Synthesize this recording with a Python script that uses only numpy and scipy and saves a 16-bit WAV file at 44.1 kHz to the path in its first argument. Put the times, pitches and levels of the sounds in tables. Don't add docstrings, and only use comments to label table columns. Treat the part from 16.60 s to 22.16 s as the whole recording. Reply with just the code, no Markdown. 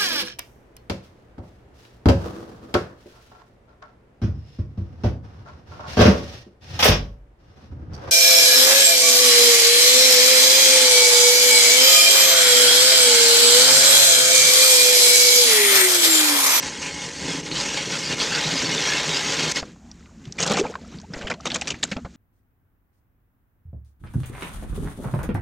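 import sys
import numpy as np
from scipy import signal
from scipy.fft import rfft, irfft
from scipy.io import wavfile

SR = 44100
rng = np.random.default_rng(int(sys.argv[2]) if len(sys.argv) > 2 else 0)


def materialize(psi):
    bounded = np.clip(np.atleast_2d(psi).T, -1, 1)
    quanta = np.round(bounded * 32767).astype(np.int16)
    wavfile.write(sys.argv[1], SR, quanta)


N = 245195

# start in seconds,
# length in seconds, spray level in dB, splash level in dB, crunch pitch in Hz.
SPLATS = [(3.025, 0.0039, -37, -32.5, 1200), (3.782, 0.011, -26.5, -41, 2320),
          (3.797, 0.018, -25.5, -29.5, 1950), (3.816, 0.013, -24.5, -40, 1870),
          (3.825, 0.021, -25.5, -31.5, 2790), (3.854, 0.014, -30, -39, 1470),
          (3.861, 0.013, -23.5, -29.5, 2400), (3.875, 0.012, -25.5, -30, 1500),
          (3.896, 0.025, -26, -23.5, 1300), (3.911, 0.013, -22.5, -25, 2470),
          (3.934, 0.0078, -25.5, -31, 4340), (3.944, 0.023, -28.5, -51, 1500),
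          (3.969, 0.015, -26.5, -22, 1430), (3.983, 0.02, -25.5, -36, 1580),
          (4.037, 0.029, -36, -29.5, 1560), (4.534, 0.012, -34.5, -37, 1780), (4.561, 0.02, -39, -43, 1590),
          (4.609, 0.024, -37, -48, 2900), (4.645, 0.015, -40, -56, 2130), (4.67, 0.013, -30, -50, 3270),
          (4.699, 0.014, -28, -29.5, 1520), (4.712, .008, -28, -34, 2310), (4.737, .003, -35.5, -37, 4400),
          (4.854, 0.0044, -25, -26.5, 2250), (4.866, 0.01, -26.5, -33.5, 3670),
          (4.901, 0.0066, -27, -52, 3400), (4.916, 0.0049, -27, -43, 3900),
          (4.942, 0.0081, -24.5, -36, 3200), (4.951, 0.016, -28.5, -33, 3800),
          (5.011, 0.0088, -25.5, -56, 2510), (5.072, .017, -25.5, -42, 2200),
          (5.102, 0.018, -26.5, -38.5, 2520), (5.14, 0.0091, -35.5, -53, 1870),
          (5.228, 0.0046, -24, -39, 3770), (5.236, 0.008, -25, -39, 7000), (5.314, 0.012, -27.5, -34, 1610),
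          (5.362, 0.024, -37, -35, 3020), (5.447, 0.016, -37.5, -36.5, 1300)]
# frequency in Hz, density in dB per Hz.
FROTH_COLOUR = [(250, -3.5), (480, 17), (800, 9), (1400, 6.5), (2200, -21), (5000, -64)]
# frequency in Hz, density in dB per Hz.
SLOSH_COLOUR = [(40, -33), (110, -11), (160, -1.5), (240, -2.5), (400, -10.5), (650, -52), (2000, -27.5)]
# time in seconds, level in dB.
STIR = [(3.08, -41), (3.13, -51.5), (3.33, -56), (3.4, -47), (3.6, -56.5), (3.67, -53), (3.71, -56),
        (3.77, -46), (3.94, -27.5), (3.99, -25), (4.09, -36.5), (4.22, -43.5), (4.3, -44.5), (4.39, -47.5),
        (4.48, -50.5), (4.6, -37.5), (4.66, -33), (4.73, -38), (4.77, -54.5), (4.84, -42.5), (4.9, -41.5),
        (5.1, -31.5), (5.18, -43), (5.4, -44.5), (5.55, -52)]


def from_db(db):
    return 10 ** (np.asarray(db) / 20)


def rms_one(x):
    return x / np.sqrt(np.mean(x ** 2) + 1e-20)


def add(track, s, sound):
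    start = max(round(s * SR), 0)
    track[start:start + len(sound)] += sound[:max(N - start, 0)]


def drift(rate_hz):
    step = 40
    r = np.exp(-2 * np.pi * rate_hz * step / SR)
    noise = rng.standard_normal(N // step + 2002)
    slow = rms_one(signal.lfilter([1], [1, -2 * r, r * r], noise)[2000:])
    return np.interp(np.arange(N) / step, np.arange(len(slow)), slow)


def flutter(rate_hz, depth_db):
    return rms_one(from_db(depth_db * np.clip(drift(rate_hz), -2, 2)))


def swells(rows, attack_s, release_s):
    t = np.arange(N) / SR
    level_db = np.zeros(N)
    for s, length, db in rows:
        ramp = np.minimum((t - s) / attack_s, (s + length - t) / release_s)
        level_db += db * np.clip(ramp + 0.5, 0, 1)
    return level_db


def colour(x, spectrum, resonances=()):
    size = 8192
    hz = np.maximum(np.arange(size // 2 + 1) * SR / size, 1)
    at, level = np.transpose(spectrum)
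    octaves_outside = np.abs(np.log2(hz / np.clip(hz, at[0], at[-1])))
    db = np.interp(np.log(hz), np.log(at), level) - 18 * octaves_outside
    for centre, width, peak in resonances:
        db = db + peak / (1 + (2 * (hz - centre) / width) ** 2)
    cepstrum = irfft(np.log(from_db(db)))
    index = np.arange(size)
    folded = 2 * cepstrum * (index < size // 2) * (index > 0)
    response = irfft(np.exp(rfft(folded)))
    return rms_one(signal.oaconvolve(x, response[:size // 2])[:N])


def resonate(x, hz, q):
    return signal.lfilter(*signal.iirpeak(min(hz, SR / 3), q, fs=SR), x)


def grains(per_s, spread_db, hiss_db):
    size_db = spread_db * np.minimum(rng.exponential(1, N), 5)
    sizes = from_db(size_db) * rng.choice([-1, 1], N)
    clicks = rms_one(sizes * (rng.random(N) < per_s / SR))
    return rms_one(clicks + from_db(hiss_db) * rng.standard_normal(N))


def fizz(per_s, low_hz, high_hz, cycles, count=24, spread_db=0.0, hiss_db=6.5):
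    births = grains(per_s, spread_db, hiss_db)
    dealt = rng.integers(0, count, N)
    out = np.zeros(N)
    for k, hz in enumerate(np.geomspace(low_hz, high_hz, count)):
        r = from_db(-60 * hz / (cycles * SR))
        w = 2 * np.pi * hz / SR
        ring = [0, (1 - r) * np.sin(w)], [1, -2 * r * np.cos(w), r * r]
        out += signal.lfilter(*ring, births * (dealt == k))
    return rms_one(out)


def patchy(x, rate_hz, depth_db, q, count=16):
    out = x.copy()
    for hz in np.geomspace(1400, 7200, count):
        gain = from_db(depth_db * np.clip(drift(rate_hz), -2, 2))
        out += (gain - 1) * resonate(x, hz, q)
    return rms_one(out)


def glides(rows):
    out = np.zeros(N)
    for s, length, first_hz, last_hz, db, width_hz in rows:
        n = int(length * SR)
        narrow = signal.butter(2, width_hz / 2, fs=SR, output="sos")
        real, imaginary = signal.sosfilt(narrow, rng.standard_normal((2, SR // 2)))[:, -n:]
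        phase = 2 * np.pi * np.cumsum(np.linspace(first_hz, last_hz, n)) / SR
        band = rms_one(real * np.cos(phase) + imaginary * np.sin(phase))
        add(out, s, from_db(db) * band * signal.windows.tukey(n, 0.6))
    return out


def chatter():
    slips_per_s, unevenness, drop_db = 115, 0.55, 3.0
    count = 2 * int(slips_per_s * N / SR)
    wait, strength = rng.standard_normal((count, 2)).T
    slips_s = np.cumsum(np.exp(unevenness * wait)) / slips_per_s
    cycle = np.interp(np.arange(N) / SR, slips_s, np.arange(count))
    return rms_one(from_db(drop_db * (strength[cycle.astype(int)] / 5 - cycle % 1)))


def cutting():
    # frequency in Hz, density in dB per Hz.
    shallow_colour = [(240, -33), (400, -18), (558, 7), (640, -22.5), (828, -1), (1020, -0.5), (1160, -9.5),
                      (2150, -1.5), (2320, -7.5), (2830, 2.5), (3720, -17), (4130, -1.5), (6510, -1.5),
                      (8180, -3.5), (15000, -50)]
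    deep_colour = [(240, -30), (400, 4), (576, 1), (650, -6), (994, -4.5), (1210, -2), (1610, -3.5),
                   (2030, -4), (2150, 1), (2920, 0), (4460, -0.5), (7030, -5), (11200, -29.5),
                   (13100, -27.5), (15000, -44)]
    judder_colour = [(30, -15), (65, -58), (105, -9.5), (156, 5), (216, -6.5), (275, 1), (352, -5.5),
                     (500, -6), (700, -24), (1000, -38)]
    # centre in Hz, width in Hz, peak in dB.
    flights = [(310, 110, 2), (690, 130, 4.5), (835, 85, 9.5), (1013, 63, 7.5), (1280, 78, 0.5),
               (1590, 54, 6.5), (1790, 170, 4.5), (1950, 26, 7.5), (2160, 41, 9), (2310, 98, -3),
               (2740, 55, -3), (3200, 130, -3.5), (3240, 78, 8.5), (3750, 400, 2.5), (4370, 66, 4),
               (5710, 66, 7), (6440, 75, 9)]
    # start in seconds, length in seconds, change in dB.
    bites = [(.025, 0.065, 5), (.215, 0.076, 5), (.32, 0.03, -1.5), (.37, 0.088, 2), (.5, 0.05, -2),
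             (.62, 0.074, 1), (.68, 0.094, 3), (.81, 0.048, -7), (.885, 0.039, -4.5), (.956, 0.073, 3.5),
             (1.025, 0.16, 2), (1.167, 0.025, 3), (1.235, 0.053, -1.5), (1.305, 0.059, 2.5),
             (1.505, 0.034, 2), (1.55, 0.03, -5.5), (1.597, 0.053, 3), (2.075, 0.047, -1),
             (2.25, 0.16, 1.5), (2.405, 0.031, -3), (2.79, 0.062, 1.5), (2.905, 0.018, -3),
             (2.926, 0.026, -12.5), (3.008, 0.046, -7)]
    # start in seconds, length in seconds, judder gain in dB.
    jolts = [(.62, 0.3, 5.5), (.915, 0.052, 8), (1.27, 0.05, 8), (1.5, 0.15, 5), (1.86, 0.092, 7.5),
             (2.01, 0.17, 8.5), (2.47, 0.071, 4.5), (2.78, 0.11, 6.5), (3.005, 0.024, 3)]
    # start in seconds, length in seconds, midrange change in dB.
    skims = [(.08, .11, 1), (.53, 0.086, -3.5), (1.03, 0.074, -1.5), (1.23, 0.19, -0.5),
             (1.38, 0.095, -4.5), (1.68, .05, -1.5), (2.4, 0.049, 3.5)]
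    shallow_db, deep_db = -34, -25
    sinking_s, sunk_s, breakthrough_s, run_out_db_per_s = 0.36, 1.82, 2.98, 292
    judder_base_db, judder_follows = -37, 0.39
    bite_attack_s, bite_release_s = 0.0098, 0.018

    t = np.arange(N) / SR
    sunk = np.clip((t - sinking_s) / (sunk_s - sinking_s), 0, 1)
    load_db = (shallow_db - deep_db) * (1 - sunk) + swells(bites, bite_attack_s, bite_release_s)
    load_db -= run_out_db_per_s * np.maximum(t - breakthrough_s, 0)
    judder_db = judder_base_db + judder_follows * load_db + swells(jolts, attack_s=0.035, release_s=0.1)

    catch = chatter() * flutter(rate_hz=11, depth_db=-0.3)
    fractures = grains(per_s=2500, spread_db=2.0, hiss_db=7.5)
    cracks = from_db(-7.5) * grains(per_s=150, spread_db=1.8, hiss_db=-8)
    fractures = patchy(fractures + cracks, rate_hz=12, depth_db=3.6, q=55, count=44)
    flakes = fizz(per_s=650, low_hz=1308, high_hz=7600, cycles=100, count=48, spread_db=1.2, hiss_db=-25)
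    fractures = (fractures + from_db(-9.5) * flakes) * catch

    shallow = colour(fractures, shallow_colour, flights)
    deep = colour(fractures, deep_colour, np.array(flights) * [1, 1, 0.75])
    deep_share = 0.44 + 0.4 * sunk
    shaving = rms_one((1 - deep_share) * shallow + deep_share * deep)
    hollow = from_db(swells(skims, bite_attack_s, bite_release_s))
    shaving = shaving + (hollow - 1) * resonate(shaving, hz=1300, q=0.47)

    shakes = grains(per_s=500, spread_db=2.0, hiss_db=-19.5) * catch
    judder = colour(shakes, judder_colour, flights)
    return from_db(deep_db + load_db) * shaving + from_db(judder_db) * judder


def chirps():
    # start in seconds, length in seconds, first and last pitch in Hz, rms before fading in dB,
    # width in Hz.
    rasps = [(0.205, .11, 2560, 2395, -36, 400), (.21, 0.26, 2205, 2160, -42.5, 50),
             (0.656, 0.12, 3420, 3310, -37.5, 200), (.912, 0.027, 4100, 4200, -31, 450),
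             (0.938, 0.095, 3890, 5150, -30, 1000), (0.937, 0.06, 3010, 3240, -33, 260),
             (1.042, 0.19, 2730, 2680, -36.5, 340), (1.164, .06, 2250, 2190, -34, 150),
             (1.42, 0.1, 4920, 4660, -33.5, 300), (1.589, 0.063, 4100, 5000, -28, 350),
             (1.593, 0.043, 3330, 3270, -28, 200), (1.695, .12, 1600, 1550, -31.5, 320),
             (1.682, 0.13, 2740, 2710, -33, 300), (1.716, 0.065, 4500, 4600, -33.5, 300),
             (1.798, 0.092, 3750, 3860, -33, 300), (1.94, .07, 5030, 4860, -29, 250),
             (2.043, 0.042, 4550, 4460, -29, 200), (2.256, 0.057, 5560, 5750, -30, 180),
             (2.276, 0.09, 1664, 1790, -28.5, 130), (2.344, 0.047, 2830, 2630, -29.5, 120),
             (2.484, 0.066, 3850, 3730, -30.5, 200), (2.535, 0.054, 4780, 5170, -27.5, 350),
             (2.911, .014, 6120, 5630, -22.5, 2370), (2.966, 0.012, 2000, 1950, -28, 160)]
    return glides(rasps)


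def ticks():
    # time in seconds, peak in dB, pitch in Hz, sharpness of the ring as Q (0.8 at least is used).
    strikes = [(.914, -19.5, 3020, 1.6), (1.749, -14, 4420, 1.5), (1.843, -16, 3860, 2),
               (2.179, -14, 3580, 13), (2.223, -17, 4250, 3.1), (2.321, -14, 2600, 1.4),
               (2.398, -19, 2390, 1.1), (2.492, -10, 3580, 0.95), (3.029, -23.5, 1000, 1.4),
               (3.161, -43, 880, 1.7), (3.314, -29.5, 5500, 9), (3.458, -42, 2210, 4.6),
               (3.654, -33, 3340, 0.75), (3.723, -22.5, 6000, 5.5), (3.802, -20, 6500, 8.3),
               (3.864, -18, 6300, 7.9), (3.999, -17, 6450, 10), (4.14, -27.5, 1350, 3.7),
               (4.154, -21, 1530, 3), (4.386, -32, 4280, 6.7), (4.4, -35, 5900, 3.9),
               (4.415, -36.5, 6800, 5), (4.537, -25.5, 5200, 20), (4.807, -34, 5940, 3.3),
               (4.945, -20, 6700, 13), (4.959, -17, 6800, 18), (5.232, -9.5, 3730, 3.8),
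               (5.367, -24.5, 2400, 0.73)]
    t60_s = 0.023
    out = np.zeros(N)
    t = np.arange(SR // 20) / SR
    dull = signal.butter(2, 7000, fs=SR, output="sos")
    for s, db, hz, q in strikes:
        burst = rng.standard_normal(len(t)) * from_db(-60 * t / t60_s)
        strike = signal.sosfilt(np.vstack([dull, dull, dull]), resonate(burst, hz, max(q, 0.8)))
        add(out, s, from_db(db) * strike / np.abs(strike).max())
    return out


def splat(noise, length, db, rise_s, t60_s):
    sag_db_per_s, landing_db, landing_s = 74, 3.0, 0.007
    t = np.arange(len(noise)) / SR
    level_db = sag_db_per_s * (length / 2 - t) - 60 * np.maximum(t - length, 0) / t60_s
    level_db += landing_db * (np.exp(-t / landing_s) - 0.5)
    shape = (1 - np.exp(-t / rise_s)) * from_db(level_db)
    loud_part = noise[:int((length + t60_s / 10) * SR)]
    return from_db(db) * shape * noise / np.std(loud_part)


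def splats():
    # frequency in Hz, density in dB per Hz.
    spray_colour = [(700, -34), (1500, -4), (2500, 3.5), (4000, 3.5), (6500, 9), (8000, 10.5), (9500, -2.5),
                    (11000, -7), (13500, -12), (15500, -26)]
    impact_s = 0.0013
    thud_base_db, thud_follows = -35.5, 0.32
    base_top_hz, top_octaves_per_db = 6700, 0.52

    drops = grains(per_s=1700, spread_db=1.0, hiss_db=-10)
    drops = patchy(drops, rate_hz=16, depth_db=4.5, q=30, count=24)
    shards = fizz(per_s=900, low_hz=1000, high_hz=7300, cycles=45, count=40, spread_db=1.5, hiss_db=-30)
    drops = (drops + from_db(-1) * shards) * flutter(rate_hz=160, depth_db=-2.0)
    drops = colour(drops, spray_colour)
    froth = colour(fizz(per_s=3100, low_hz=392, high_hz=2190, cycles=12.0), FROTH_COLOUR)
    heave = colour(rng.standard_normal(N), SLOSH_COLOUR)

    out = np.zeros(N)
    for s, length, spray_db, splash_db, crunch_hz in SPLATS:
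        span = slice(int(s * SR), int(s * SR) + SR // 5)
        top_hz = base_top_hz * 2 ** (top_octaves_per_db * (spray_db + 25))
        thud_db = thud_base_db + thud_follows * (splash_db + 30)
        spray = drops[span] + 1.8 * resonate(drops[span], crunch_hz, q=7.0)
        spray = signal.sosfilt(signal.butter(2, min(top_hz, SR / 3), fs=SR, output="sos"), spray)
        add(out, s, splat(spray, length, spray_db, rise_s=impact_s, t60_s=0.046))
        add(out, s, splat(froth[span], length, splash_db, rise_s=2 * impact_s, t60_s=0.063))
        add(out, s, splat(heave[span], length, thud_db, rise_s=0.0018, t60_s=0.11))
    return out


def bubble(hz, db):
    rise = 0.32
    t60_s = 0.029 * np.sqrt(1000 / hz)
    t = np.arange(int(1.5 * t60_s * SR)) / SR
    phase = 2 * np.pi * hz * (t + rise * t ** 2 / (2 * t60_s))
    return from_db(db - 60 * t / t60_s) * (1 - np.exp(-2 * hz * t)) * np.sin(phase)


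def droplets(per_splat=4):
    loudest_db, delay_s = -2, 0.012
    lowest_hz, range_octaves = 620, 2.4
    out = np.zeros(N)
    for s, length, spray_db, _, _ in SPLATS:
        for wait, pitch, size in rng.random((per_splat, 3)):
            hz = lowest_hz * 2 ** (range_octaves * pitch)
            db = spray_db + loudest_db - 10 * size
            add(out, s + wait * (length / 2 + delay_s), bubble(hz, db))
    return out


def stir_swing_db():
    s, db = np.transpose(STIR)
    return np.interp(np.arange(N) / SR, s, db) + 45


def bubbles(count=260):
    # start in seconds, starting pitch in Hz, level before decay in dB.
    rings = [(3.027, 690, -27), (3.03, 1220, -33), (3.672, 124, -22.5), (3.903, 433, -25),
             (3.905, 198, -10.5), (3.924, 620, -18), (3.944, 730, -18), (3.955, 179, -15), (3.996, 343, -9),
             (4.012, 393, -9), (4.04, 1300, -27), (4.052, 835, -16), (4.067, 2250, -26), (4.099, 442, -22),
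             (4.154, 1000, -20), (4.348, 161, -25), (4.384, 173, -29), (4.503, 161, -23.5),
             (4.648, 564, -29), (4.703, 1460, -20), (4.714, 550, -40), (4.802, 1210, -31.5),
             (4.855, 1214, -18.5), (4.959, 1220, -24), (5.019, 760, -22.5), (5.232, 1690, -15),
             (5.32, 197, -17), (5.367, 232, -19)]
    from_s, for_s = 3.4, 1.35
    lowest_hz, range_octaves = 391, 2.3
    small_db, range_db = -41, 12
    out = np.zeros(N)
    for s, hz, db in rings:
        add(out, s, bubble(hz, db))
    swing_db = stir_swing_db()
    for when, pitch, size in rng.random((count, 3)):
        s = from_s + for_s * when
        hz = lowest_hz * 2 ** (range_octaves * pitch ** 2)
        db = small_db + swing_db[min(int(s * SR), N - 1)] - range_db * size
        add(out, s, bubble(hz, db))
    return out


def gurgles():
    # start in seconds, length in seconds, first and last pitch in Hz, rms before fading in dB,
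    # width in Hz.
    runs = [(3.17, .19, 720, 830, -60.5, 250), (4.315, .032, 1054, 1470, -51.5, 60),
            (4.43, 0.026, 640, 935, -46, 40), (4.46, .11, 369, 587, -52, 90),
            (4.53, .24, 660, 631, -46.5, 278), (4.72, 0.12, 530, 762, -49.5, 160),
            (4.86, .28, 680, 777, -54, 300)]
    return glides(runs)


def stirring():
    # frequency in Hz, density in dB per Hz.
    trickle_colour = [(700, -29), (1500, -4), (6500, -7), (8000, -10), (10000, -9.5), (15000, -17)]
    pierced_s, seep_s = 2.98, 0.22
    swing_db = stir_swing_db()
    pierced = np.clip((np.arange(N) / SR - pierced_s) / seep_s, 0, 1)
    lapping = flutter(rate_hz=5.2, depth_db=4.5)
    trickle = fizz(per_s=1300, low_hz=1200, high_hz=7600, cycles=38, count=30, spread_db=1.3, hiss_db=-3)
    trickle = colour(trickle, trickle_colour)
    froth = colour(fizz(per_s=1200, low_hz=394, high_hz=2420, cycles=45), FROTH_COLOUR)
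    slosh = colour(rng.standard_normal(N), SLOSH_COLOUR)
    water = from_db(-52.5 + 0.88 * swing_db) * trickle
    water += from_db(-58 + 1.23 * swing_db) * froth
    water += from_db(-47 + 0.48 * swing_db) * slosh
    return pierced * lapping * water


def open_air():
    # frequency in Hz, density in dB per Hz.
    wind_colour = [(20, -21), (45, -2.5), (75, 7.5), (120, -8), (230, 5.5), (310, -11.5), (430, -36),
                   (700, -53)]
    hiss_colour = [(300, 3), (500, 5), (700, 7), (1200, 9), (4000, -3), (7000, 7), (9000, -10),
                   (12000, -35), (15000, -64)]
    wind_db, hiss_db = -47, -62
    gusts = flutter(rate_hz=5, depth_db=1.5)
    wind = from_db(wind_db) * colour(rng.standard_normal(N), wind_colour) * gusts
    hiss = from_db(hiss_db) * colour(rng.standard_normal(N), hiss_colour)
    return wind + hiss


def side_noise():
    # frequency in Hz, density in dB per Hz.
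    side_colour = [(40, -12), (400, -40), (2000, -19), (6500, 18), (9000, 15), (14000, 28)]
    return from_db(-70) * colour(rng.standard_normal(N), side_colour)


def scene():
    ahead = cutting() + chirps() + ticks() + splats() + droplets()
    ahead += bubbles() + gurgles() + stirring() + open_air()
    copy_db, smear_t60_s = -44.5, 0.095
    t = np.arange(SR // 50) / SR
    smear = rng.standard_normal(len(t)) * from_db(-60 * t / smear_t60_s)
    wide = from_db(copy_db) * signal.oaconvolve(ahead, smear / np.linalg.norm(smear))[:N]
    wide += side_noise()
    return np.array([ahead + wide, ahead - wide])


def record(dry):
    return signal.sosfilt(signal.cheby2(14, 70, 15800, fs=SR, output="sos"), dry)


dry = scene()
out = record(dry)
materialize(out)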